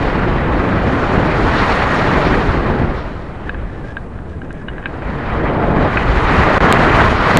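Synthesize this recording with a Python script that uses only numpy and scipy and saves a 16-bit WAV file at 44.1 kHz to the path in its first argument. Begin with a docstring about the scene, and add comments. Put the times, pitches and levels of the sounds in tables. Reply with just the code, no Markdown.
"""On the keel of a hang glider in flight rides a small camera. Air tears over its microphone port, eases at
the top of a climbing turn and swells again in the dive: six bands of shaped noise follow level curves.
In the lull the frame knocks and its joints creak through the mount: clicks and random slips ring damped modes.
At full blast the recorder overloads and clips, spits two sharp ticks and once dips briefly in level."""
import sys
import numpy as np
from scipy import signal
from scipy.io import wavfile

SR = 44100
rng = np.random.default_rng(int(sys.argv[2]) if len(sys.argv) > 2 else 0)


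def dump(signal):
    """Clip the signal to [-1, 1] and save it as 16-bit WAV at the path in sys.argv[1]."""
    limited = np.clip(np.atleast_2d(signal).T, -1, 1)
    pcm = np.round(limited * 32767).astype(np.int16)
    wavfile.write(sys.argv[1], SR, pcm)


N = 325899

# Wind over the port, before flutter and eddies:
# [t/s, buffet level/dB, rush level/dB, roar level/dB, hiss level/dB]
AIR_LEVELS = [(0.0, -17.5, -18.5, -21.5, -37), (0.43, -17.5, -16.5, -22.5, -45),
              (1.0, -21, -16.5, -21.5, -38), (1.35, -20.5, -16, -19, -36), (1.6, -17.5, -20, -17, -29),
              (1.95, -24.5, -19.5, -17.5, -32.5), (2.25, -18.5, -15.5, -17, -32.5),
              (2.6, -19.5, -18.5, -22.5, -40.5), (2.91, -17.5, -19, -27, -46.5),
              (2.98, -20, -26.5, -29, -40.5), (3.17, -29, -30.5, -36, -50.5), (3.6, -23, -31, -37, -59),
              (3.88, -27.5, -30.5, -43.5, -55), (4.0, -26, -33.5, -42, -62), (4.4, -28.5, -31.5, -44, -64),
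              (4.7, -28.5, -32, -41.5, -74), (4.92, -28.5, -30, -35.5, -56), (5.02, -26, -28, -31, -55),
              (5.1, -24, -25, -28.5, -47), (5.18, -24, -22.5, -29.5, -52), (5.3, -19, -30, -23.5, -48),
              (5.41, -20, -17, -27, -48), (5.46, -24, -20, -21.5, -57), (5.58, -27, -18.5, -27.5, -51),
              (5.66, -18.5, -17, -24, -56), (5.74, -20, -15, -24.5, -56), (5.81, -16, -13.5, -19.5, -44),
              (5.91, -20.5, -21.5, -21, -41), (6.15, -14, -21.5, -19.5, -38.5),
              (6.45, -18.5, -16, -14, -31.5), (6.7, -20, -14.5, -14.5, -34), (7.02, -16, -15, -12.5, -31.5),
              (7.17, -17.5, -19, -17.5, -31.5), (7.3, -20, -18, -13, -27), (7.39, -13, -11.5, -16, -29)]
# Low-middle body of the wind, before flutter and eddies: [t/s, level/dB]
BODY_LEVELS = [(0, -24.5), (.33, -23.5), (.8, -22), (1.38, -20.5), (1.61, -22), (2.26, -18.5),
               (2.55, -27.5), (2.65, -22.5), (2.9, -26.5), (3.13, -34.5), (3.5, -35), (3.8, -38.5),
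               (4.1, -38.5), (4.35, -39), (4.61, -40), (4.9, -35), (5.15, -29.5), (5.5, -20.5),
               (5.86, -16.5), (5.92, -26), (6.09, -20.5), (6.28, -24.5), (6.47, -16.5), (6.81, -16.5),
               (7.02, -18.5), (7.16, -24), (7.39, -15)]
# Relative spectral density of each noise, from thump up to sizzle: [f/Hz, level per Hz/dB]
BUFFET_SPECTRUM = [(12, -22.5), (30, 3.5), (65, 2), (120, -4.5), (220, -14), (400, -30.5)]
RUSH_SPECTRUM = [(60, -9.5), (130, 1), (250, -1), (400, -3), (600, -14.5), (1000, -34)]
BODY_SPECTRUM = [(280, -10.5), (450, 1.5), (700, 1), (950, -6.5), (1400, -13)]
ROAR_SPECTRUM = [(500, -8.5), (800, 3), (1100, 5), (1400, 3), (1700, 2.5), (2300, -6), (3200, -15.5),
                 (5000, -30)]
HISS_SPECTRUM = [(1800, 5), (2800, -1), (3700, -2.5), (4600, -1), (5700, -19), (7000, -48)]
SIZZLE_SPECTRUM = [(4500, -13), (5700, -4), (7000, 4), (9000, -16.5), (11000, -6)]
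PREAMP_SPECTRUM = [(1500, -8.5), (4000, -6), (8000, 0), (11000, -7.5)]
# Brief pulls of the waveform to near or past full scale, barely audible:
# [t/s, half width/s, height (full scale = 1)]
FULL_SCALE_PEAKS = [(1.1787, .0009, 1.05), (1.1823, .0004, -.97), (6.4782, .0003, -1.02),
                    (6.4867, .0003, 1.03), (6.515, .0003, -1.02), (6.754, .00025, 1.04),
                    (6.8734, .00025, -1.04), (6.9776, .00025, 1.04), (7.0105, .00025, 1.04),
                    (7.0208, .0003, 1.1), (7.1279, .00025, 1.05)]
# Rubbing in the joints: [start t/s, length/s, slip level/dB, singing f/Hz]
JOINT_RUBS = [(3.44, .05, -49, 1680), (3.685, .03, -50, 1730), (3.725, .09, -52, 1735),
              (3.83, .03, -52, 1600), (3.86, .07, -52, 1625), (3.87, .06, -53, 1715),
              (4.13, .03, -55, 1730), (4.28, .06, -52, 1650), (4.43, .03, -53, 1710), (4.5, .08, -55, 1680),
              (4.575, .06, -53, 1710), (4.72, .12, -56, 1640), (4.87, .1, -56, 1620)]
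# Blows on the frame; where one lands sets its colour: [t/s, drive level/dB, then relative level/dB of
# lower modes, middle modes, upper modes, top modes and rattle]
FRAME_KNOCKS = [(3.4945, -15, -6, 0, -6, 2, -3), (3.5452, -22, -4, -10, -3, -14, 3),
                (3.698, -37, -6, -10, -10, -10, 0), (3.9694, -17, -5, -3, -7, -1, -2),
                (4.1897, -38, 18, -5, -9, -12, -2), (4.418, -25, -6, -12, -6, -9, -1),
                (4.448, -37, 3, -5, -8, -8, 0), (4.507, -27, -4, -5, -6, -3, 0),
                (4.6844, -21, 1, -4, 3, 0, 4.5), (4.735, -33, 0, -4, -8, -8, 2),
                (4.7822, -23, 0, -5, -10, -5, 2), (4.8277, -30, 2, -2, -4, -6, 0),
                (4.84, -25, -6, -10, -10, -10, 3), (4.8581, -14, 1, 1.5, -3, -2, 2),
                (5.022, -25, -3, -5, -5, -2, 2), (5.9722, -9.5, -2, 5, -12, -14, 5)]
# Modes of mount and tube: [f/Hz, relative level/dB, 60 dB decay time/s]
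FRAME_MODES = [(900, -13, .012), (1150, -11, .012), (1370, -6, .02), (1615, 0, .03), (1730, -3, .022),
               (1960, -9, .018), (2150, -14, .01), (2320, -10, .024), (2520, -11, .026), (2900, -10, .022),
               (3300, -16, .007), (3740, -11, .013), (4080, -17, .009)]
# Contacts in one knock, about its t; those after it are rattle: [earliest/s, latest/s, relative level/dB]
KNOCK_CONTACTS = [(-.0012, -.0011, -8), (-.0005, -.0004, -3), (.0006, .0009, -8), (.003, .005, -14),
                  (.006, .009, -15), (.010, .014, -19), (.015, .022, -24)]
# Flips of the converter to the lower rail: [t/s, flip length/s]
CONVERTER_FLIPS = [(6.7257, .00019), (7.3724, .00019)]

FLUTTER_DB, FLUTTER_HZ = 0.87, 34   # spread and corner of the common flutter
HISS_BELOW_ROAR_DB = 27   # the hiss curve never sinks further under the roar curve
HISS_FULL_DB, ROAR_FULL_DB = -38, -18   # reference levels for the sizzle
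SIZZLE_UNDER_DB = -14.5   # sizzle relative to the hiss at both reference levels
SIZZLE_WITH_HISS, SIZZLE_WITH_ROAR = 0.56, .55   # shares of their swings in dB
PREAMP_DB = -66.5   # before its own drift
RUB_FADE_S, SLIPS_PER_S = .02, 1500
CREAK_DB, RASP_DB = -5, 11   # slips driving the frame modes; dry airy edge of the slips
SING_T60_S = .085   # ring of the singing mode
MAIN_HZ, MIDDLE_HZ, UPPER_HZ, TOP_HZ = 1500, 1900, 2700, 3500   # where each group of modes begins
SNAP_S, SNAP_DB = 4.529, -22   # thin dry click, level before the low-passes
DIP_START_S, DIP_END_S, DIP_EDGE_S, DIP_DB = 6.5822, 6.6046, .0002, -18
CAPSULE_TOP = .96   # limit of the capsule's swing
OFFSET, CEILING = -.017, 1.0   # converter offset and full scale
INPUT_EDGE_HZ, CUTOFF_HZ = 10900, 16800   # passband edge of the input; stopband edge of the recorder


def from_db(db):
    """Logarithmic level: decibels become an amplitude ratio."""
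    return 10 ** (np.asarray(db) / 20)


def rms_one(x):
    """Normalization: division by the root mean square gives unit power."""
    return x / np.sqrt(np.mean(x ** 2) + 1e-20)


def in_time(rows):
    """Linear interpolation: each column of a curve table gets one value a sample."""
    s, *columns = np.transpose(rows)
    return [np.interp(np.arange(N) / SR, s, c) for c in columns]


def band_pass(low, high, order, x):
    """Band limitation: a Butterworth filter passes low to high Hz."""
    return signal.sosfilt(signal.butter(order, [low, high], "band", fs=SR, output="sos"), x)


def drift(rate):
    """Low-passed chance: two equal poles with corner rate/Hz smooth noise to a curve of spread 1."""
    step = 40   # samples between slow values
    r = np.exp(-2 * np.pi * step * rate / SR)
    noise = rng.standard_normal(N // step + 2002)
    slow = signal.lfilter([1], [1, -2 * r, r * r], noise)[2000:]   # settled part only
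    return np.interp(np.arange(N) / step, np.arange(len(slow)), rms_one(slow))


def eddies(spectrum, gust_db, own_db, rate):
    """Turbulence in third-octave bands: gusts shake all bands together, eddies each band alone."""
    hz, level_db = np.transpose(spectrum)
    edges = hz[0] * 2 ** (np.arange(3 * np.log2(hz[-1] / hz[0]) + 1) / 3)
    white = rng.standard_normal((2, N + SR))   # neighbouring bands take different noise
    gust = gust_db * drift(rate)
    out = 0
    for k, (low, high) in enumerate(zip(edges, edges[1:])):
        band = band_pass(low, high, 3, white[k % 2])[SR:]   # the first second settles the filter
        centre_db = np.interp(np.log(low * high) / 2, np.log(hz), level_db)
        out = out + from_db(centre_db + gust + own_db * drift(rate)) * band
    return rms_one(out)


def wind():
    """Turbulent pressure: big slow eddies thump the diaphragm, small ones rush and roar, the port edge hisses."""
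    buffet_db, rush_db, roar_db, hiss_db = in_time(AIR_LEVELS)
    body_db, = in_time(BODY_LEVELS)
    hiss_db = np.maximum(hiss_db, roar_db - HISS_BELOW_ROAR_DB)
    sizzle_db = HISS_FULL_DB + SIZZLE_UNDER_DB
    sizzle_db = sizzle_db + SIZZLE_WITH_HISS * (hiss_db - HISS_FULL_DB)
    sizzle_db = sizzle_db + SIZZLE_WITH_ROAR * (roar_db - ROAR_FULL_DB)
    flutter = from_db(FLUTTER_DB * drift(FLUTTER_HZ))
    return flutter * (
        from_db(buffet_db) * eddies(BUFFET_SPECTRUM, gust_db=-0.3, own_db=1.8, rate=4.2)
        + from_db(rush_db) * eddies(RUSH_SPECTRUM, gust_db=0.82, own_db=0.43, rate=4.7)
        + from_db(body_db) * eddies(BODY_SPECTRUM, gust_db=0.3, own_db=0.75, rate=17.0)
        + from_db(roar_db) * eddies(ROAR_SPECTRUM, gust_db=0.2, own_db=1.47, rate=19.0)
        + from_db(hiss_db) * eddies(HISS_SPECTRUM, gust_db=1.4, own_db=.8, rate=14.0)
        + from_db(sizzle_db) * eddies(SIZZLE_SPECTRUM, gust_db=1.4, own_db=.8, rate=14.0))


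def preamp_hiss():
    """Electronic noise: a faint shaped hiss that the wind curves leave alone."""
    return from_db(PREAMP_DB) * eddies(PREAMP_SPECTRUM, gust_db=.5, own_db=.5, rate=8.0)


def full_scale_peaks(x):
    """Crossfade to a set height: brief bell-shaped pulls bring the waveform near or past full scale."""
    t = np.arange(N) / SR
    for s, width, height in FULL_SCALE_PEAKS:
        x = x + np.exp(-((t - s) / width) ** 2) * (height - x)
    return x


def joint_slips():
    """Stick-slip friction: random slips are scaled by a joint pressure that fades in, holds and fades out."""
    t = np.arange(N) / SR
    slips = (rng.random(N) < SLIPS_PER_S / SR) * rng.standard_normal(N)
    rubs = []
    for s, length, db, _ in JOINT_RUBS:
        pressure = np.clip(np.minimum(t - s, s + length - t) / RUB_FADE_S + .5, 0, 1)
        rubs.append(slips * from_db(db) * pressure)
    return rubs


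def knock_clicks(hz):
    """Impulsive excitation: blows and their rattling contacts, as they drive the mode at hz."""
    s, drive_db, lower_db, middle_db, upper_db, top_db, rattle_db = np.transpose(FRAME_KNOCKS)
    if hz > TOP_HZ:
        group_db = top_db
    elif hz > UPPER_HZ:
        group_db = upper_db
    elif hz > MIDDLE_HZ:
        group_db = middle_db
    else:
        group_db = 0 if hz > MAIN_HZ else lower_db
    mode_drive_db = drive_db + group_db + rng.normal(0, 1.5, len(s))
    clicks = np.zeros(N)
    for earliest, latest, contact_db in KNOCK_CONTACTS:
        at = s + earliest + (latest - earliest) * rng.random(len(s))
        clicks[(at * SR).astype(int)] += from_db(mode_drive_db + contact_db + (earliest > 0) * rattle_db)
    return clicks


def ring(clicks, hz, t60):
    """Damped resonance: a unit click starts a decaying sine of initial amplitude 1."""
    r, w = from_db(-60 / (t60 * SR)), 2 * np.pi * hz / SR
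    return signal.lfilter([0, np.sin(w)], [1, -2 * r * np.cos(w), r * r], clicks + 1e-18)


def frame():
    """Modal superposition: knocks and the slips of rubbing joints drive the same modes."""
    rubs = joint_slips()
    creak = sum(rubs)
    modes = np.zeros(N)
    for hz, mode_db, t60 in FRAME_MODES:
        drive = creak * from_db(CREAK_DB) + knock_clicks(hz)
        modes += from_db(mode_db) * ring(drive, hz, t60)
    # each rub also sings on a long-lived tube mode that shifts with the load
    for rub, (*_, hz) in zip(rubs, JOINT_RUBS):
        modes += ring(rub, hz, SING_T60_S)
    rasp = from_db(RASP_DB) * band_pass(2600, 6000, 2, creak)
    # the padded mount passes neither the thud nor the edge of a blow
    mount = signal.cheby2(6, 45, [600, 4900], "band", fs=SR, output="sos")
    return rasp + signal.sosfilt(mount, modes)


def snap():
    """Unit impulse: one sample of equal energy at all frequencies is a thin dry click."""
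    click = np.zeros(N)
    click[int(SNAP_S * SR)] = from_db(SNAP_DB)
    return click


def level_dip():
    """Attenuation: a gain curve by which the level falls away briefly."""
    t = np.arange(N) / SR
    depth = np.clip(np.minimum(t - DIP_START_S, DIP_END_S - t) / DIP_EDGE_S, 0, 1)
    return from_db(DIP_DB * depth)


def overflow(x):
    """Numerical overflow: the wave climbs to full scale, jumps to the lower rail and comes back."""
    t = np.arange(N) / SR
    for s, length in CONVERTER_FLIPS:
        climb = np.exp(-np.abs(t - s - length / 2) / 0.000099) * 3.6
        x = x + np.minimum(climb, 1) * (CEILING - x)
        x = x - 2 * CEILING * ((t >= s) & (t < s + length))
    return x


def scene():
    """Superposition: wind, frame, preamplifier hiss and the click share a narrow input band."""
    port = (wind() + frame()) * level_dip()
    port = port / (1 + (port / CAPSULE_TOP) ** 8) ** (1 / 8)   # the capsule rounds off the largest swings
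    port = port + preamp_hiss() + snap()
    input_band = signal.ellip(10, .5, 80, INPUT_EDGE_HZ, fs=SR, output="sos")
    return signal.sosfilt(input_band, port)[None]


def record(dry):
    """Saturation and band limit: offset, hard clipping, converter flips, dulled treble, top cut."""
    hot = overflow(np.clip(full_scale_peaks(dry + OFFSET), -CEILING, CEILING))
    dull = signal.sosfilt(signal.butter(3, 11800, fs=SR, output="sos"), hot)
    top_cut = signal.cheby2(10, 60, CUTOFF_HZ, fs=SR, output="sos")
    return np.clip(signal.sosfilt(top_cut, dull), -1, 1)


dry = scene()
out = record(dry)
dump(out)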